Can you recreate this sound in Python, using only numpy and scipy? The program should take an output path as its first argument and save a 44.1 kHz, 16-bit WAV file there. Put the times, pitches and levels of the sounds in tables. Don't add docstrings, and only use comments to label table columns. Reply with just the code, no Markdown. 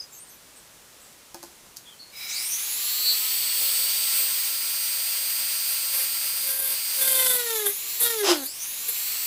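import sys
import numpy as np
from scipy import signal
from scipy.fft import rfft, irfft, next_fast_len
from scipy.io import wavfile

SR = 44100
rng = np.random.default_rng(int(sys.argv[2]) if len(sys.argv) > 2 else 0)


def dump_mix(stems):
    frames = np.atleast_2d(stems).T
    limited = np.clip(frames, -1, 1)
    pcm = np.round(limited * 32767).astype(np.int16)
    wavfile.write(sys.argv[1], SR, pcm)


N = 408366
TIME = np.arange(N) / SR
MAINS_PULSE_HZ, FREE_HZ = 200, 531.8
# start_s, length_s, first_drag_hz_per_s, full_drag_hz_per_s, rise_s
CUTS = [(6.95, .72, 25, 1100, 1.2), (8.0, .44, 222, 1489, .369)]


def amp(db):
    return 10 ** (np.asarray(db) / 20)


def unit(x):
    return x / np.sqrt(np.mean(x ** 2) + 1e-20)


def colour(x, points):
    hz, db = np.transpose(points)
    size = next_fast_len(len(x) + 2048)
    f = np.fft.rfftfreq(size, 1 / SR)
    gain = amp(np.interp(np.log(f + 1), np.log(hz), db))
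    return irfft(rfft(x, size) * gain, size)[:len(x)]


def drift(rate_hz):
    knots = rng.standard_normal(4096)
    return unit(np.interp(TIME * rate_hz, np.arange(len(knots)), knots))


def resonate(x, hz, width_hz):
    return signal.lfilter(*signal.iirpeak(hz, hz / width_hz, SR), x)


def ring(x, modes, low_hz, high_hz):
    y = sum(amp(db) * unit(resonate(x, hz, width_hz)) for hz, width_hz, db in modes)
    return unit(signal.sosfilt(signal.butter(3, [low_hz, high_hz], "band", fs=SR, output="sos"), y))


def swell(start_s, attack_s, hold_s, release_s, db):
    t = TIME - start_s
    fall = np.exp(-np.clip((t - attack_s - hold_s) / release_s, 0, 40))
    return amp(db) * np.clip(t / attack_s, 0, 1) * fall


def tone(turns):
    return np.sin((2 * np.pi * (turns % 1)).astype(np.float32))


def add(mix, start_s, sound):
    part = mix[max(round(start_s * SR), 0):][:len(sound)]
    part += sound[:len(part)]


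def pressure():
    drag = 0
    for start_s, length_s, first, full, rise_s in CUTS:
        ease = np.sin(np.pi / 2 * np.clip((TIME - start_s) / rise_s, 0, 1)) ** 2
        drag = drag + (first + (full - first) * ease) * (TIME > start_s) * (TIME < start_s + length_s)
    return drag


def shaft(drag):
    on_s, step = 2.12, 44
    pull_per_s, deep_pull_per_s, max_pull_hz_per_s = 2.558, 5.546, 1330
    stiff_share, stiff_s = .177, 1.39
    times, speeds_hz = TIME[::step], [0.]
    for t, load in zip(times[:-1], drag[::step]):
        lag = 1 - speeds_hz[-1] / FREE_HZ
        pull = FREE_HZ * (pull_per_s * lag + deep_pull_per_s * lag ** 3)
        pull *= 1 - stiff_share * np.exp((on_s - t) / stiff_s)
        net = min(pull, max_pull_hz_per_s) - load
        speeds_hz.append(speeds_hz[-1] + (t > on_s) * net * step / SR)
    hz = np.interp(TIME, times, speeds_hz) * (1 + .0005 * drift(70))
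    return hz, np.cumsum(hz) / SR


def motor_levels(hz, wake_hz=235):
    # time_s, level_db
    loudness = [(2.3, 2.5), (2.9, .7), (3.5, 1), (4.15, 1.3), (4.6, 0), (5.9, 0), (6.48, -1.3), (6.6, -8),
                (6.72, -1.5), (6.95, -.5), (7.3, -2.5), (8.0, -1.2), (8.3, -3), (8.6, -1.5), (9.26, -.7)]
    # centre_s, half_width_s (to 1/e in dB), low_slot_db, whine_db
    flares = [(2.38, .05, 0, 2), (2.97, .14, 7, 0), (3.1, .055, 14.5, 1.5), (3.7, .22, 2, 2.5),
              (4.18, .06, 2, 4), (7.58, .05, 4, 6), (8.42, .06, 0, 4)]
    # start_s, attack_s, hold_s, release_s, level_db
    sparking = (2.11, .11, .22, .3, -35.5)
    # base_db, db_per_halving of speed
    air_law, whine_law, low_slot_law = (-26, -14), (1.5, -6.5), (-38, -34)
    whine_follows = 1.5

    def law_db(law):
        return law[0] + law[1] * np.log2(FREE_HZ / (hz + 1e-6))

    moved_db = np.interp(TIME, *np.transpose(loudness))
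    low_db, whine_db = sum(np.outer(dbs, np.exp(-((TIME - centre_s) / width_s) ** 2))
                           for centre_s, width_s, *dbs in flares)
    air = np.hypot(amp(law_db(air_law) + moved_db), swell(*sparking))
    whine = amp(law_db(whine_law) + whine_follows * moved_db + whine_db)
    whine = whine * np.minimum(hz / wake_hz, 1) ** 6
    return air, whine, amp(law_db(low_slot_law) + moved_db + low_db)


def whine_lines(turns, strain):
    # shaft_multiple, level_db
    lines = [(1, -61), (2, -62), (2.55, -56), (3, -64), (7, -57), (14, -59), (17, -55), (18, -45),
             (18.79, -49), (19, -53), (20, -48), (21, -46), (22, -46), (23, -42), (23.23, -52), (24, -39),
             (25, -43), (25.16, -53), (26, -43), (27, -36), (28, -38), (28.16, -45), (29, -38), (30, -48),
             (31, -44), (32, -40), (33, -48), (34, -49)]
    flutter_db = 2 + 3.5 * np.tanh(50 * strain)
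    return sum(amp(db + flutter_db * np.tanh(drift(13))) * tone(k * turns + rng.random())
               for k, db in lines)


def pulling_lines(turns, strain, chatter):
    # shaft_multiple, level_db
    lines = [(24, -36), (32, -41), (40, -46)]
    pulling = np.tanh(12 * strain) * sum(amp(db + 3.5 * drift(30)) * tone(k * turns) for k, db in lines)
    return pulling / (1 + chatter / amp(-31))


def slot(turns, sidebands, fray, smear=0.079):
    out = 0
    for m, db in sidebands:
        phase = turns + m * MAINS_PULSE_HZ * TIME + smear * m ** 2 + fray * drift(150)
        out = out + amp(db) * tone(phase)
    return out


def slot_tones(hz, turns, strain, high_slot_db=-37, resonance_db=12):
    # sideband_number, level_db
    high_sidebands = [(-4, -17), (-3, -15), (-2, -3), (-1, 0), (0, -1), (1, -5), (2, -5)]
    # sideband_number, level_db
    low_sidebands = [(-2, -16), (0, -4), (1, -3), (2, 1), (3, -1), (4, -8)]
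    # centre_hz, half_width_hz (to 1/e in dB)
    shell_top = [(4750, 690), (6150, 200)]
    crossing = sum(np.exp(-((16 * hz - centre_hz) / width_hz) ** 2) for centre_hz, width_hz in shell_top)
    upper = slot(16 * turns, high_sidebands, strain)
    lower = slot(8 * turns, low_sidebands, strain / 2)
    return amp(high_slot_db + resonance_db * crossing) * upper, lower


def spark_noise(mains, swing_db=None):
    noise = rng.standard_normal(N) * (1 + .12 * mains)
    return noise if swing_db is None else noise * amp(swing_db)


def air_hiss(mains):
    # pitch_hz, density_db_per_hz
    air_spectrum = [(60, -24), (130, -31), (400, -21.5), (900, -11), (1500, -8), (2000, -3), (2450, 1.5),
                    (3200, -1), (4800, 0), (6000, 0.5), (7400, -2), (10500, -1), (13000, -1), (15400, 5.5)]
    return unit(colour(spark_noise(mains, 0.76 * drift(40)), air_spectrum))


def housing_rattle(mains, air, steady_rattle_db=-26):
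    # pitch_hz, width_hz, level_db
    housing = [(2520, 750, -12.5), (3100, 840, 13), (3750, 1500, 18.5), (4470, 170, 20)]
    # start_s, attack_s, hold_s, release_s, level_db
    loose = (2.5, .9, .72, .2, -35.5)
    rattle = ring(spark_noise(mains, 2.0 * drift(150)), housing, 2600, 5800)
    return (swell(*loose) + amp(steady_rattle_db) * air) * rattle


def starting_groan(mains):
    # pitch_hz, width_hz, level_db
    shell = [(780, 90, -21), (1430, 73, -18), (2294, 100, 2.5), (3930, 70, 2.5), (5080, 110, 2.5)]
    # start_s, attack_s, hold_s, release_s, level_db
    groan_event = (2.11, .12, .19, .035, -36.5)
    return swell(*groan_event) * ring(spark_noise(mains), shell, 630, 6400)


def motor(hz, turns, chatter, slow_fade_db=-24):
    air, whine, low_slot = motor_levels(hz)
    mains = tone(MAINS_PULSE_HZ * TIME + 1 / 4)
    strain = np.clip(1 - hz / hz.max(), 0, .5)
    turns = turns + strain * (.015 * drift(300) + .02 * mains)
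    lines = whine_lines(turns, strain)
    pulling = pulling_lines(turns, strain, chatter)
    upper, lower = slot_tones(hz, turns, strain)
    free = amp(slow_fade_db * strain) * (lines + upper)
    tones = whine * (free + pulling) + low_slot * lower
    return tones + air * air_hiss(mains) + housing_rattle(mains, air) + starting_groan(mains)


def contact(press, choke_db=-1.5, grab=.055):
    # start_s, length_s, squeal_db, chatter_db
    skids = [(5.67, .07, -33, -65), (5.92, .12, -30, -44), (6.2, .22, -37, -54), (6.41, .33, -29.5, -43),
             (6.93, .43, -26.5, -41), (7.655, .04, -26.5, -40), (7.995, .06, -23, -42),
             (8.435, .03, -32, -44), (8.88, .02, -29, -47)]
    cut_squeal_db, cut_chatter_db = -37, -34.2
    cut_attack_s, cut_release_s = .06, .025
    skid_rise_share, skid_release_s = .24, .017
    pressed = sum(swell(start_s, cut_attack_s, length_s - cut_attack_s, cut_release_s, 0)
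                  for start_s, length_s, *_ in CUTS)
    cutting = np.tanh(press / grab) * amp(choke_db * press) * pressed
    squeal, chatter = amp(cut_squeal_db) * cutting, amp(cut_chatter_db) * cutting
    for start_s, length_s, squeal_db, chatter_db in skids:
        rise_s = skid_rise_share * length_s
        skid = swell(start_s, rise_s, length_s - rise_s, skid_release_s, 0)
        squeal, chatter = squeal + amp(squeal_db) * skid, chatter + amp(chatter_db) * skid
    return squeal, chatter


def bit_scrape(turns, depth, scrape=0.27, ring_db=-12):
    # pitch_hz, density_db_per_hz
    skim_spectrum = [(50, -52), (150, -31), (2500, -10), (7500, -33), (9000, -10), (10000, 6), (11000, -4),
                     (12600, 7), (14300, 6), (15400, -15.5)]
    # pitch_hz, density_db_per_hz
    deep_spectrum = [(50, -26), (150, -23), (700, -16), (2500, -28.5), (3500, -9), (5500, -22),
                     (8000, -3.5), (10000, -2), (11200, -2), (12800, -2), (15400, -17)]
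    # pitch_hz, width_hz, level_db
    bit_ring = [(3520, 130, 0)]
    grip = amp(1.8 * drift(130))
    rubbing = rng.standard_normal(N) * (1 + scrape * tone(turns)) * grip
    skimming = np.sqrt(1 - depth) * unit(colour(rubbing, skim_spectrum))
    biting = np.sqrt(depth) * unit(colour(rubbing, deep_spectrum))
    return skimming + biting + amp(ring_db) * depth * ring(rubbing, bit_ring, 2800, 4400)


def bit_catches(hz, turns, squeal, depth, light_db=-5.5, whirl_db=-8):
    # pitch_hz, level_db
    part_answer = [(260, -14), (310, -9), (350, 0), (440, -3), (520, -5), (700, -8), (1050, -11),
                   (1250, -9), (1550, -3.5), (1850, -5), (2060, -4), (2400, -16), (3000, -10), (3500, -3),
                   (4100, -9), (7000, -14), (8500, -15), (10500, -8), (13000, -10), (15400, -15)]
    whirl_per_turn = .27
    uneven = turns + .01 * drift(250)
    dull = np.clip(.75 - hz / hz.max(), 0, 1)
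    slip_db = 3.2 * drift(75)
    whirl = amp(whirl_db) * np.tanh(squeal / amp(-28))
    catches = np.zeros(N)
    for k in range(1, 34):
        flutter_db = min(k / 4, 1) * (slip_db + 2.5 * drift(60))
        db = np.interp(k * hz, *np.transpose(part_answer)) - 6 * (k - 1) * dull + flutter_db
        db = db + (k > 1) * light_db * (1 - depth)
        phase = k * uneven + rng.random()
        catches += amp(db) * (tone(phase) + (k > 1) * whirl * tone(phase - whirl_per_turn * turns))
    return catches


def jam_hammer(turns):
    # pitch_hz, width_hz, level_db
    part_modes = [(355, 28, -1), (700, 420, 1), (1110, 710, -0.5), (2020, 2200, -12), (3000, 1400, 4),
                  (3940, 1100, -8), (4940, 320, 1.5), (6000, 500, -9), (7200, 1700, -12), (10200, 800, -4)]
    # start_s, attack_s, hold_s, release_s, level_db
    jam = (8.222, .075, .016, .028, -16.5)
    blows = rng.standard_normal(N) * (.5 + np.exp(-(turns % 1) / 0.22))
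    return swell(*jam) * ring(blows, part_modes, 340, 10000)


def bit(hz, turns, squeal, chatter):
    depth = np.tanh(chatter / amp(-32))
    scraping = squeal * bit_scrape(turns, depth)
    catching = chatter * bit_catches(hz, turns, squeal, depth)
    return scraping + catching + jam_hammer(turns)


def boom(turns, press, lowest_hz=345, give_s=.012):
    # pitch_hz, width_hz, level_db
    low_modes = [(351, 14, -11), (403, 16, -10), (447, 10, -21)]
    keep = np.exp(-1 / (give_s * SR))
    push = signal.lfilter([1 - keep], [1, -keep], press ** 2.4) * tone(turns)
    push = signal.sosfilt(signal.butter(5, lowest_hz, "high", fs=SR, output="sos"), push)
    return sum(amp(db) * resonate(push, hz, width_hz) for hz, width_hz, db in low_modes)


def knocks(crack_s=0.0016, tail_db=-15, tail_s=0.027):
    # start_s, click_db, desk_db
    hits = [(1.127, -47, -80), (1.345, -31, -39), (1.429, -34.5, -42), (1.437, -36, -49), (1.446, -42, -52),
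            (1.764, -41, -75), (1.769, -28, -67), (3.614, -37, -47.5), (4.17, -28, -70)]
    # pitch_hz, level_db, t60_s
    desk_modes = [(270, -10, .12), (345, -5, .35), (560, -4, .14), (660, -6, .08), (775, -1, .09),
                  (870, -3, .1), (1030, -7, .07), (1230, -9, .07), (1500, -10, .1), (1680, -9, .07),
                  (2500, -11, .06)]
    # pitch_hz, density_db_per_hz
    click_spectrum = [(300, -26), (2800, -18), (4500, 4), (6500, 3), (9000, -2), (12000, -1), (15400, -6)]
    out, t = np.zeros(N), np.arange(SR // 4) / SR
    click_decay = np.exp(-t / crack_s) + amp(tail_db) * np.exp(-t / tail_s)
    for start_s, click_db, desk_db in hits:
        click = unit(colour(rng.standard_normal(len(t)), click_spectrum)) * click_decay
        desk = sum(amp(db - 60 * t / t60_s) * np.sin(2 * np.pi * (hz * t + rng.random()))
                   for hz, db, t60_s in desk_modes)
        add(out, start_s, amp(click_db) * click + amp(desk_db) * desk)
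    return out


def squeaks(rough=0.028):
    # start_s, length_s, start_hz, end_hz, level_db, overtone_db (relative to the glide)
    glides = [(0, 0.015, 5000, 4900, -29, -34), (.027, .01, 4900, 4850, -42, -30),
              (0, .05, 6150, 6100, -48, -30), (.115, 0.047, 7200, 7450, -46, -10),
              (.12, 0.083, 6250, 6550, -51, 1), (.17, 0.056, 7700, 9200, -46, -16),
              (.2, 0.045, 8800, 8900, -44, -20), (.265, .04, 8500, 8000, -51, -20),
              (.28, 0.085, 6450, 5900, -55.5, 5), (.55, 0.052, 8150, 8050, -50, -20),
              (1.0, .08, 8000, 7700, -53, -20), (1.85, 0.06, 3300, 3500, -48, -25),
              (1.89, .07, 3250, 3050, -52, -25), (1.985, 0.065, 4200, 4380, -42.5, -30),
              (2.02, 0.11, 4300, 4400, -54, -30)]
    out, unsteady = np.zeros(N), drift(400)
    for start_s, length_s, start_hz, end_hz, db, overtone_db in glides:
        n = int(length_s * SR)
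        wobble = 1 + rough * np.roll(unsteady, rng.integers(N))[:n]
        turns = np.cumsum(np.linspace(start_hz, end_hz, n) * wobble) / SR
        glide = tone(turns) + amp(overtone_db) * tone(2 * turns)
        add(out, start_s, amp(db) * signal.windows.tukey(n, .5) * glide)
    return out


def room(x, t60_s=0.15):
    t = np.arange(SR // 3) / SR
    tail = rng.standard_normal(len(t)) * amp(-60 * t / t60_s) * (t > .004)
    return signal.fftconvolve(x, tail / np.linalg.norm(tail))[:N]


def background_hiss():
    # pitch_hz, density_db_per_hz
    quiet_spectrum = [(15, -35), (25, -7), (304, -6), (409, -6), (521, -6), (580, -5), (629, -7.5),
                      (1050, -7), (1790, -9), (3910, -9.5), (8080, -9), (10900, -11.5), (15400, -15)]
    level_db = -50.5 + .5 * drift(13)
    return amp(level_db) * unit(colour(rng.standard_normal(N), quiet_spectrum))


def scene():
    drag = pressure()
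    hz, turns = shaft(drag)
    press = drag / drag.max()
    squeal, chatter = contact(press)
    near = motor(hz, turns, chatter) + bit(hz, turns, squeal, chatter) + knocks()
    thin = squeaks()
    echo = room(amp(-11) * near + amp(-4) * thin)
    return np.tile(near + boom(turns, press) + thin + echo + background_hiss(), (2, 1))


def record(dry):
    edge_hz = 15550
    lowpass = signal.firwin(511, edge_hz, window=("kaiser", 9), fs=SR)
    return signal.oaconvolve(dry, lowpass[None], "same")


dry = scene()
out = record(dry)
dump_mix(out)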